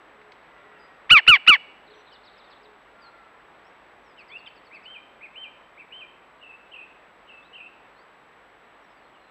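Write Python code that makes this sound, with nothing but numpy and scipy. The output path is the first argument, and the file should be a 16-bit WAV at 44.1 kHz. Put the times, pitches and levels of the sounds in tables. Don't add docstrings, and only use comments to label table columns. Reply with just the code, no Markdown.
import sys
import numpy as np
from scipy import signal
from scipy.fft import rfft, irfft
from scipy.io import wavfile
from scipy.ndimage import map_coordinates

SR = 44100
rng = np.random.default_rng(int(sys.argv[2]) if len(sys.argv) > 2 else 0)


def store_pcm(level_fs):
    pcm = np.round(np.clip(level_fs, -1, 1) * 32767).astype(np.int16)
    wavfile.write(sys.argv[1], SR, np.atleast_2d(pcm).T)


N = 410130

# (frequency [Hz], relative level [dB])
HUSH_COLOUR = [(15, -48), (25, -18.5), (43, -12.5), (76, -14), (98, -13), (290, -5.5), (404, -3.5),
               (465, -2.5), (1140, -1.5), (1340, -3.5), (1440, -4), (2010, -6), (3790, -19.5),
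               (4370, -26.5), (7000, -43), (9100, -74.5), (15400, -120)]
# (time [s], level [dB])
HUSH_SWELL = [(0, -52.5), (1.0, -52), (2.2, -53), (4.0, -53), (6.0, -53.5), (7.8, -53.5), (9.3, -54)]
# (frequency [Hz], level [dB])
WHINE_TONES = [(50, -78), (7766, -83), (7826, -83.5)]
# (time [s], length [s], first pitch [Hz], middle pitch [Hz], last pitch [Hz], level [dB])
PIGEON_COOS = [(.14, .2, 400, 425, 400, -61), (.6, .26, 400, 425, 405, -61),
               (1.86, .19, 405, 430, 405, -58), (2.6, .17, 405, 425, 405, -58.5)]
FAR_CRIES = [(.45, 0.515, 1383, 1368, 1286, -65), (.45, 0.6, 2030, 1921, 1884, -64.5),
             (2.92, 0.4, 1388, 1371, 1302, -58.5)]
SINGLE_CHIRPS = [(.745, 0.06, 2850, 2708, 2584, -64.5), (.785, 0.0893, 5014, 4880, 4880, -66),
                 (1.935, .097, 5900, 5888, 5910, -79), (2.068, 0.0516, 4074, 3672, 3456, -62.5),
                 (2.115, 0.0435, 3300, 2948, 3000, -56.5), (3.005, 0.0923, 5070, 4344, 4115, -59),
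                 (3.64, .05, 5000, 5370, 5670, -74.5), (4.025, 0.117, 6080, 5280, 4705, -75),
                 (4.298, .043, 2980, 3358, 3600, -55), (4.459, 0.0241, 3900, 3150, 3160, -47),
                 (7.42, 0.07, 3310, 3816, 4220, -64.5), (7.95, 0.084, 3950, 4460, 4970, -70.5),
                 (9.13, 0.0532, 3406, 2917, 2800, -64.5), (9.19, 0.136, 4250, 4100, 4036, -75)]
# (from [s], to [s], rate [notes/s], lowest start [Hz], highest start [Hz], level [dB])
TWITTER_SPELLS = [(1.85, 2.561, 75, 3393, 4777, -68), (8.798, 9.283, 40, 3400, 4582, -84)]
# (first start [s], last start [s], notes [count], length [s],
# first pitch [Hz], middle pitch [Hz], last pitch [Hz], level [dB], change over run [dB], sinking [Hz])
NOTE_RUNS = [(2.121, 2.625, 5, .046, 5620, 4338, 3237, -60.5, -4.5, 0.5),
             (4.186, 4.832, 8, 0.0341, 5430, 4572, 4420, -64.5, -1, 0),
             (8.82, 9.029, 4, 0.0447, 5850, 5616, 5505, -82.5, 9, 1400)]
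# (time [s], level [dB], top of the noise band [Hz], decay [s])
CLAW_TICKS = [(.214, -36.5, 2610, 0.0075), (.32, -32.5, 3861, 0.00295)]
THRUSH_SYLLABLES = { "drop": [(0, 3047, -11), (.022, 2632, -1.5), (.036, 2450, -2.5), (.06, 2052, -11)],
                    "rise": [(0, 1956, -14.5), (.04, 2444, -9.5), (.07, 2670, 1), (.088, 2800, -3),
                    (.108, 2767, -22)], "tu": [(0, 2005, -10), (.014, 2368, -7), (.03, 2654, -1),
                    (.046, 2400, -2.5), (.062, 2107, -6.5)], "twee": [(0, 2192, -13.5), (.016, 2532, -8.5),
                    (.021, 2866, 1), (.035, 3069, -3), (.07, 3122, -2.5), (.098, 3104, 0),
                    (.11, 2598, -1.5), (.127, 2384, 0), (.148, 2366, -16)], }
# (time [s], syllable [name], time stretch [factor], level [dB], waver [share of pitch])
THRUSH_SONG = [(4.172, "drop", 1.066, -49, .02), (4.289, "rise", 0.959, -40, .005),
               (4.458, "drop", 0.36, -47, .01), (4.71, "tu", 1.114, -43.5, 0.016),
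               (4.837, "twee", 1.06, -44.5, 0.0056), (5.209, "tu", 0.967, -42.5, .015),
               (5.342, "twee", 0.97, -41.5, 0.0048), (5.771, "tu", 0.91, -43, 0.0145),
               (5.905, "twee", 1.012, -43.5, 0.0102)]
# (time [s], length [s], start pitch [Hz], settling [s], quaver depth [Hz], quaver time [s], level [dB])
THRUSH_WARBLES = [(6.409, 0.1633, 2903, 0.0426, 140.8, 0.0682, -47.5),
                  (6.708, 0.1454, 3050, 0.0515, 219.3, 0.1266, -44.5),
                  (7.27, 0.148, 3035, 0.035, 200, 0.061, -49),
                  (7.526, 0.164, 3070, 0.0464, 210, 0.1265, -45.5)]
# (frequency [Hz], relative level [dB])
THROAT_COLOUR = [(1200, -9), (1700, 6), (2300, 1), (2950, 1.5), (3350, -13.5), (3650, -22.5), (3950, -27),
                 (4400, -24), (5200, -33.5), (6000, -38.5), (7000, -58), (9000, -72)]
# (frequency [Hz], relative level [dB])
RASP_COLOUR = [(500, -22.5), (1000, -2), (2000, 17), (3000, 10.5), (4500, 1.5), (6000, -35.5),
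               (7500, -36.5), (12000, -43), (15000, -62.5)]
# (frequency [Hz], relative level [dB])
CRACKLE_COLOUR = [(25, 6.5), (100, 4.5), (200, 3), (500, -3.5), (900, -5), (4000, -12), (7000, -20.5),
                  (11500, -24), (15000, -39)]
SHRILL_LEVELS = [-38.5, -36.5, -51.5, -51.5, -50, -52.5]
# (time [s], length [s], soft lead-in [s], attack [s], release [s], time of top [s],
# top pitch [Hz], fall time [s], second-half level [dB], time of voice break [s], its roughness [0-1])
KYU_NOTES = [(1.094, 0.11335, .003, .017, 0.0387, .032, 1479, .030, -5, .084, 0.2),
             (1.266, 0.11204, .008, 0.008, 0.0415, 0.02637, 1484, 0.03135, -5.5, 0.095, 0.15),
             (1.465, 0.1055, 0.00776, .008, 0.0389, .028, 1476, .022, -8, .076, .12)]

START_HZ, LEDGE_HZ, FALL_CURVE = 836.8, 1115, 1.8
COLLAPSE_S, COLLAPSE_HZ, COLLAPSE_CURVE = 0.032, 520, 1.7
LEAD_DB, CRY_DB, RELEASE_DB, RELEASE_CURVE = -31, -4, 35, 1.9
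DIP_DELAY_S, DIP_TAKES_S, RECOVERY_S = .0105, 0.0034, .019
DIP_DB, DIP_DULL_DB, DIP_BASE_DB = 5, 6, 8
BASE_DB, SLACK_LOSS_DB, GRUNT_HZ, GRUNT_DB = -10.5, 4, 867, 8
CATCH_S, CATCH_BRIGHT_DB, CATCH_ROUGH, BREAK_S = 0.0074, 7.5, .16, .008


def from_db(db):
    return 10 ** (np.asarray(db) / 20)


def rms_one(x):
    return x / np.sqrt(np.mean(x ** 2) + 1e-20)


def ramp(x):
    return np.clip(x, 0, 1)


def below(pitch, hz, width_hz):
    return 1 / (1 + np.exp(np.clip((pitch - hz) / width_hz, -30, 30)))


def at_hz(colour, hz):
    f, db = np.transpose(colour)
    return np.interp(np.log(np.maximum(hz, 1)), np.log(f), db)


def noise(colour, size):
    hz = np.arange(size // 2 + 1) * SR / size
    return rms_one(irfft(rfft(rng.standard_normal(size)) * from_db(at_hz(colour, hz)), size))


def drift(rate, size):
    at = np.arange(size) * rate / SR
    return map_coordinates(rng.standard_normal(4096), [at], order=3, mode="wrap")


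def fade(size, edge_s):
    n = np.arange(size)
    return np.sin(np.pi / 2 * ramp(np.minimum(n, n[::-1]) / (edge_s * SR)))


def add(out, s, x):
    i = int(np.clip(round(s * SR), 0, N))
    out[i:i + len(x)] += x[:N - i]


def background(hiss_db=-84):
    t = np.arange(N) / SR
    hush = noise(HUSH_COLOUR, N) * from_db(np.interp(t, *np.transpose(HUSH_SWELL)) + 0.27 * drift(6, N))
    whine = sum(np.sqrt(2) * from_db(db) * np.sin(2 * np.pi * hz * t) for hz, db in WHINE_TONES)
    return hush + whine + from_db(hiss_db) * rng.standard_normal(N)


def wood_echo(x, near_db, tail_db, tail_s, near_s=.012, low_hz=400, dull_hz=4500):
    t = np.arange(SR) / SR
    near = rng.standard_normal(SR) * np.exp(-t / near_s) * (t > .002)
    tail = rng.standard_normal(SR) * from_db(-60 * t / tail_s) * (1 - np.exp(-t / .025))
    tail = signal.sosfilt(signal.butter(2, [low_hz, dull_hz], "band", fs=SR, output="sos"), tail)
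    echo = (from_db(near_db) * rms_one(near) + from_db(tail_db) * rms_one(tail)) / np.sqrt(SR)
    return x + signal.fftconvolve(x, echo)[:N]


def whistle(pitch, level_db, edge_s, waver=0.0065, flutter_db=-2.0):
    size = len(pitch)
    phase = 2 * np.pi * np.cumsum(pitch * (1 + waver * drift(200, size))) / SR
    volume = np.sqrt(2) * from_db(level_db + flutter_db * drift(120, size))
    return volume * np.sin(phase) * fade(size, edge_s)


def glides(notes, edge_share, air_db_per_khz=6.0):
    out = np.zeros(N)
    for s, length, first, middle, last, db in notes:
        along = np.linspace(0, 1, int(length * SR))
        pitch = np.polyval(np.polyfit([0, .5, 1], [first, middle, last], 2), along)
        air_loss_db = air_db_per_khz * (pitch - middle) / 1000
        add(out, s, whistle(pitch, db - air_loss_db, edge_s=edge_share * length))
    return out


def pigeon():
    return glides(PIGEON_COOS, edge_share=0.296)


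def twitter(length_s=0.02949, drop_hz=800, spread_db=7):
    notes = []
    for begin, end, per_s, low_hz, high_hz, db in TWITTER_SPELLS:
        for when, high, fall, strong in rng.random((int(per_s * (end - begin)), 4)):
            s = begin + when * (end - begin)
            hz = low_hz + high * (high_hz - low_hz)
            drop = drop_hz * (.5 + fall)
            notes.append((s, length_s, hz, hz - drop / 2, hz - drop, db + spread_db * (strong - .5)))
    return glides(notes, edge_share=0.262)


def chirp_runs(uneven_db=1.5):
    notes = []
    for first_s, last_s, count, length, *hz, db, change_db, sink_hz in NOTE_RUNS:
        for along in np.linspace(0, 1, count):
            s = first_s + along * (last_s - first_s)
            level_db = db + along * change_db + uneven_db * rng.standard_normal()
            notes.append((s, length, *(np.array(hz) - along * sink_hz), level_db))
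    return glides(notes, edge_share=0.23)


def claws():
    out, t = np.zeros(N), np.arange(SR // 20) / SR
    for s, db, top_hz, decay in CLAW_TICKS:
        burst = rng.standard_normal(len(t)) * np.exp(-t / decay)
        band = signal.butter(3, [top_hz * 0.41, top_hz], "band", fs=SR, output="sos")
        add(out, s, from_db(db) * signal.sosfilt(band, burst))
    return out


def thrush_phrases():
    out = np.zeros(N)
    for s, name, stretch, db, waver in THRUSH_SONG:
        times, pitches, levels = np.transpose(THRUSH_SYLLABLES[name])
        times = times * stretch
        t = np.arange(0, times[-1], 1 / SR)
        pitch = np.interp(t, times, pitches)
        add(out, s, whistle(pitch, db + np.interp(t, times, levels), edge_s=0.0032, waver=waver))
    return out


def thrush_warbles(held_hz=2618.5, quaver_hz=40.75, first_crest_s=0.0211, throb_db=2.0):
    out = np.zeros(N)
    for s, length, from_hz, settle_s, depth_hz, quaver_s, db in THRUSH_WARBLES:
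        t = np.arange(int(length * SR)) / SR
        quaver = np.cos(2 * np.pi * quaver_hz * (t - first_crest_s)) * np.exp(-(t / quaver_s) ** 4)
        pitch = held_hz + (from_hz - held_hz) * np.exp(-(t / settle_s) ** 2) + depth_hz * quaver
        add(out, s, whistle(pitch, db - throb_db * (1 + quaver), edge_s=0.0267, waver=0.01488))
    return out


def kyu_pitch(t, length, top_s, top_hz, fall_s):
    rise = START_HZ + (top_hz - START_HZ) * np.sin(np.pi / 2 * t / top_s)
    fall = LEDGE_HZ + (top_hz - LEDGE_HZ) * np.exp(-np.abs((t - top_s) / fall_s) ** FALL_CURVE)
    collapse = COLLAPSE_HZ * ramp(1 - (length - t) / COLLAPSE_S) ** COLLAPSE_CURVE
    return np.where(t < top_s, rise, fall) - collapse


def kyu_loudness(t, length, lead_s, attack_s, release_s):
    lead = from_db(LEAD_DB - CRY_DB)
    attack = lead + (1 - lead) * np.sin(np.pi / 2 * ramp((t - lead_s) / attack_s)) ** 2
    return 20 * np.log10(attack) - RELEASE_DB * ramp(1 - (length - t) / release_s) ** RELEASE_CURVE


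def kyu(length, lead_s, attack_s, release_s, top_s, top_hz, fall_s, late_db, break_s, break_rough,
        slack_hz=1150, shimmer=.02, slack_shimmer=0.25, waver=0.0073, slack_waver=0.014,
        rasp_db=-41, slack_rasp_db=-21, shrill_hz=1400, crackle_db=-32):
    size = int(length * SR)
    t = np.arange(size) / SR
    pitch = kyu_pitch(t, length, top_s, top_hz, fall_s)
    slack = below(pitch, slack_hz, width_hz=35)
    past_top = ramp((t - top_s - DIP_DELAY_S) / DIP_TAKES_S)
    dip = past_top * np.exp(-((t - top_s - DIP_DELAY_S - DIP_TAKES_S) / RECOVERY_S) ** 2)
    level_db = CRY_DB + (past_top - dip) * (late_db - CRY_DB) - DIP_DB * dip
    level_db += kyu_loudness(t, length, lead_s, attack_s, release_s)
    catch = np.exp(-((t - lead_s - attack_s * .6) / CATCH_S) ** 2)
    bright_db = CATCH_BRIGHT_DB * catch - DIP_DULL_DB * dip
    broken = CATCH_ROUGH * catch + break_rough * np.exp(-((t - break_s) / BREAK_S) ** 2)
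    pitch = pitch * (1 + (waver + slack_waver * slack) * drift(700, size))
    phase = 2 * np.pi * np.cumsum(pitch) / SR
    grunt_db = GRUNT_DB * below(pitch, GRUNT_HZ, width_hz=50)
    voice = from_db(BASE_DB + DIP_BASE_DB * dip - SLACK_LOSS_DB * slack + grunt_db) * np.sin(phase)
    reference_db = at_hz(THROAT_COLOUR, 2 * np.maximum(pitch, LEDGE_HZ))
    for k in range(2, 7):
        colour = from_db(at_hz(THROAT_COLOUR, k * pitch) - reference_db + bright_db * (k > 2))
        flicker = 1 + (shimmer + slack_shimmer * slack + broken) * k / 4 * drift(600, size)
        voice += colour * flicker * np.cos(k * phase)
    air = from_db(rasp_db) + from_db(slack_rasp_db) * slack + broken
    voice += air * noise(RASP_COLOUR, size) * (1 + 0.34 * np.sin(phase))
    overload = ramp((pitch - shrill_hz) / 160 + .6) * ramp((level_db + 12) / 4)
    shrill = sum(from_db(db + 2.5 * drift(300, size)) * np.sin(k * phase)
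                 for k, db in enumerate(SHRILL_LEVELS, 5))
    loud = ramp((level_db + 10.5) / 4) * (1 - past_top) * (1 - slack)
    crackle = from_db(crackle_db) * noise(CRACKLE_COLOUR, size) * from_db(3.3 * drift(200, size))
    crackle *= 0.76 * np.sqrt(overload) + 0.6 * loud + 0.08 * dip
    return (from_db(level_db) * voice + overload * shrill + crackle) * fade(size, edge_s=0.0011)


def woodpecker():
    out = np.zeros(N)
    for s, *note in KYU_NOTES:
        add(out, s, kyu(*note))
    return out


def scene(right_db=1.28):
    call = wood_echo(woodpecker(), near_db=-33.5, tail_db=-39, tail_s=.8, low_hz=1702, dull_hz=6040)
    song = thrush_phrases() + thrush_warbles()
    song = wood_echo(song, near_db=-4.5, tail_db=-16.0, tail_s=0.756, near_s=0.0158)
    small_sounds = glides(SINGLE_CHIRPS, edge_share=.3) + chirp_runs() + claws()
    small_sounds = wood_echo(small_sounds, near_db=-6.5, tail_db=-15, tail_s=0.64, near_s=0.01)
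    far_birds = glides(FAR_CRIES, edge_share=0.14) + twitter()
    far_birds = wood_echo(far_birds, near_db=-20, tail_db=-11, tail_s=0.95)
    left_right = from_db([[-right_db / 2], [right_db / 2]])
    return call * left_right + song + small_sounds + far_birds + pigeon() + background()


def record(dry, cutoff_hz=15500):
    return signal.sosfilt(signal.ellip(10, .2, 80, cutoff_hz, fs=SR, output="sos"), dry)


dry = scene()
out = record(dry)
store_pcm(out)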